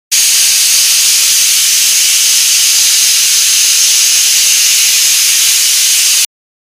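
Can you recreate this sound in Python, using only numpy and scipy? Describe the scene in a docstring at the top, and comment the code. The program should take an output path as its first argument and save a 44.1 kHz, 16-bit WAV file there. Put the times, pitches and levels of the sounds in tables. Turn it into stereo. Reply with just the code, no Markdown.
"""Steam blows steadily past the lifted weight of a pressure cooker in a small tiled kitchen.
The jet is shaped turbulent noise, lifted at the drifting cavities of vent tube and weight.
The tiles throw it back as a few near echoes and a short tail that changes as the microphone moves.
It overloads a hand-held mono microphone; after a brief silence it fades in fast, and it is cut off sharply."""
import sys
import numpy as np
from scipy import signal
from scipy.io import wavfile
from scipy.ndimage import uniform_filter1d

SR = 44100
rng = np.random.default_rng(int(sys.argv[2]) if len(sys.argv) > 2 else 0)


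def dump_mix(stems):
    """Bounce the given channels to the path in sys.argv[1] as a 16-bit WAV at rate SR."""
    frames = np.atleast_2d(stems).T  # one column per channel
    limited = np.clip(frames, -1, 1)  # hard clip at full scale
    pcm = np.round(limited * 32767).astype(np.int16)
    wavfile.write(sys.argv[1], SR, pcm)


N = 296031

JET_RMS_DB = -8  # steady flow; level before overload
TREBLE_FROM_HZ = 7000  # the lift grows over the octave above
# Treble lift of the hiss, dulling slowly then brightening: (time [s], lift [dB])
TREBLE_LIFT = [(.2, 1), (2.5, .5), (4.1, -1), (5.3, 1), (5.7, 0.5)]
# Broad turbulence spectrum: (frequency [Hz], density [dB per Hz])
JET_SPECTRUM = [(25, -42), (380, -32.5), (950, -25.5), (1300, -17.5), (2000, -11), (2400, -5), (3050, -2.5),
                (3300, -6.5), (3700, -3.5), (5700, -2.5), (7900, -5.5), (10600, -9.5), (11800, -11.5),
                (13800, -13.5), (15500, -13)]
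# Vent tube and weight cavities:
# (centre [Hz], width [Hz], level over the jet [dB], drift [share of centre])
VALVE_CAVITIES = [(2960, 450, -0.5, 0.0092), (4970, 510, 1, .02), (6355, 490, 7.5, .004),
                  (10060, 1400, 3, 0.012), (12500, 900, -2.5, .02)]


def jet(patchy_db=0.46, sway_db=0.72, flutter_db=0.16):
    """Turbulent noise, lifted at the drifting valve cavities, with eddies as faint patches."""
    fft_size, hop = 512, 128
    frames, hz = N // hop + 8, np.fft.rfftfreq(fft_size, 1 / SR)
    t = np.arange(frames) * hop / SR
    real, imag, patches, sway = rng.standard_normal((frames, len(hz), 4)).T

    # the aim drifts, so does the colour
    sway = smoothed_field(sway, bins=6, frames=400)
    patches = smoothed_field(patches, bins=8, frames=30)
    spectrum_hz, spectrum_db = np.transpose(JET_SPECTRUM)
    broad_db = np.interp(np.log(hz + 1), np.log(spectrum_hz), spectrum_db)
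    field_db = broad_db[:, None] + patchy_db * patches + sway_db * sway

    lift_s, lift_db = np.transpose(TREBLE_LIFT)
    treble_share = np.clip(np.log2((hz + 1) / TREBLE_FROM_HZ), 0, 1)
    field_db += np.outer(treble_share, np.interp(t, lift_s, lift_db))

    power = np.ones_like(field_db)
    for centre_hz, width_hz, over_jet_db, drift in VALVE_CAVITIES:
        drifting_hz = centre_hz * (1 + drift * wander(t, .1, 2.5))
        detuning = (hz[:, None] - drifting_hz) / (width_hz / 2)
        power += gain_of(2 * over_jet_db) / (1 + detuning ** 2)  # doubled dB: power ratio

    flutter = flutter_db * wander(t, 2.5, 25)  # the weight wobbles
    spectrogram = (real + 1j * imag) * np.sqrt(power) * gain_of(field_db + flutter)
    hiss = signal.istft(spectrogram, nperseg=fft_size, noverlap=fft_size - hop)[1][:N]
    return evened(hiss)


# Reflections off lid, hob and tiles: (delay [ms], level [dB])
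NEAR_ECHOES = [(1.8, -32), (4.4, -19), (9.6, -18), (10.8, -21.5)]


def kitchen(x, wet_db=-7, top_wet_db=-8.5, split_hz=7000):
    """Near echoes plus tail; short waves lose their pattern sooner when the microphone moves."""
    near = np.zeros(SR // 20)
    near[0] = 1  # direct sound
    for delay_ms, level_db in NEAR_ECHOES:
        near[round(delay_ms * SR / 1000)] += gain_of(level_db)
    low = signal.oaconvolve(x, signal.firwin(255, split_hz, fs=SR), "same")
    low_tail = gain_of(wet_db) * drifting_tail(low, t60_s=.3, count=4)
    top_tail = gain_of(top_wet_db) * drifting_tail(x - low, t60_s=.15, count=12)
    return evened(signal.oaconvolve(x, near)[:N] + (low_tail + top_tail))


def drifting_tail(x, t60_s, count):
    """Dense decaying reverberation; as the hand drifts, each tail turns into the next."""
    t = np.arange(SR // 3) / SR
    envelope = gain_of(-60 * t / t60_s) * np.minimum(t / 0.0053, 1)  # 5.3 ms onset
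    tails = rng.standard_normal((count, len(t))) * envelope
    tails /= np.linalg.norm(tails, axis=1)[:, None]
    away = np.linspace(0, count - 1, N) - np.arange(count)[:, None]
    windows = np.cos(np.pi / 2 * np.clip(away, -1, 1))  # squares sum to 1
    wet = signal.oaconvolve(x[None], tails, axes=1)[:, :N]
    return (wet * windows).sum(0)


def gain_of(db):
    """Decibels to amplitude gain."""
    return 10 ** (np.asarray(db) / 20)


def evened(x):
    """Scales to rms 1."""
    return x / np.sqrt(np.mean(x ** 2) + 1e-20)


def smoothed_field(noise, bins, frames):
    """Noise averaged over frequency bins and time frames, at rms 1."""
    across_hz = uniform_filter1d(noise, size=bins, axis=0)
    return evened(uniform_filter1d(across_hz, size=frames, axis=1))


def wander(t, low_hz, top_hz, count=24):
    """Slow chance at rms 1: sines of random phase, the slower ones stronger."""
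    return evened(sum(np.sin(2 * np.pi * (f * t + rng.random())) / np.sqrt(f)
                      for f in np.geomspace(low_hz, top_hz, count)))


def scene():
    """The jet in the kitchen, the same in both channels."""
    return np.tile(gain_of(JET_RMS_DB) * kitchen(jet()), (2, 1))


CEILING = .87  # converter overload, share of full scale
START_S, FADE_S, STOP_S = .1148, .017, 6.2487
BAND_LIMIT_HZ = 15480


def record(dry):
    """The converter clips the peaks; then a quick fade in, a hard cut and the band limit."""
    clipped = np.clip(dry, -CEILING, CEILING)
    t = np.arange(N) / SR
    fade_in = np.sin(np.pi / 2 * np.clip((t - START_S) / FADE_S, 0, 1))
    gate = fade_in * (t < STOP_S)
    lowpass = signal.firwin(1535, BAND_LIMIT_HZ, window=("kaiser", 9), fs=SR)
    return signal.oaconvolve(clipped * gate, lowpass[None], "same")


dry = scene()
out = record(dry)
dump_mix(out)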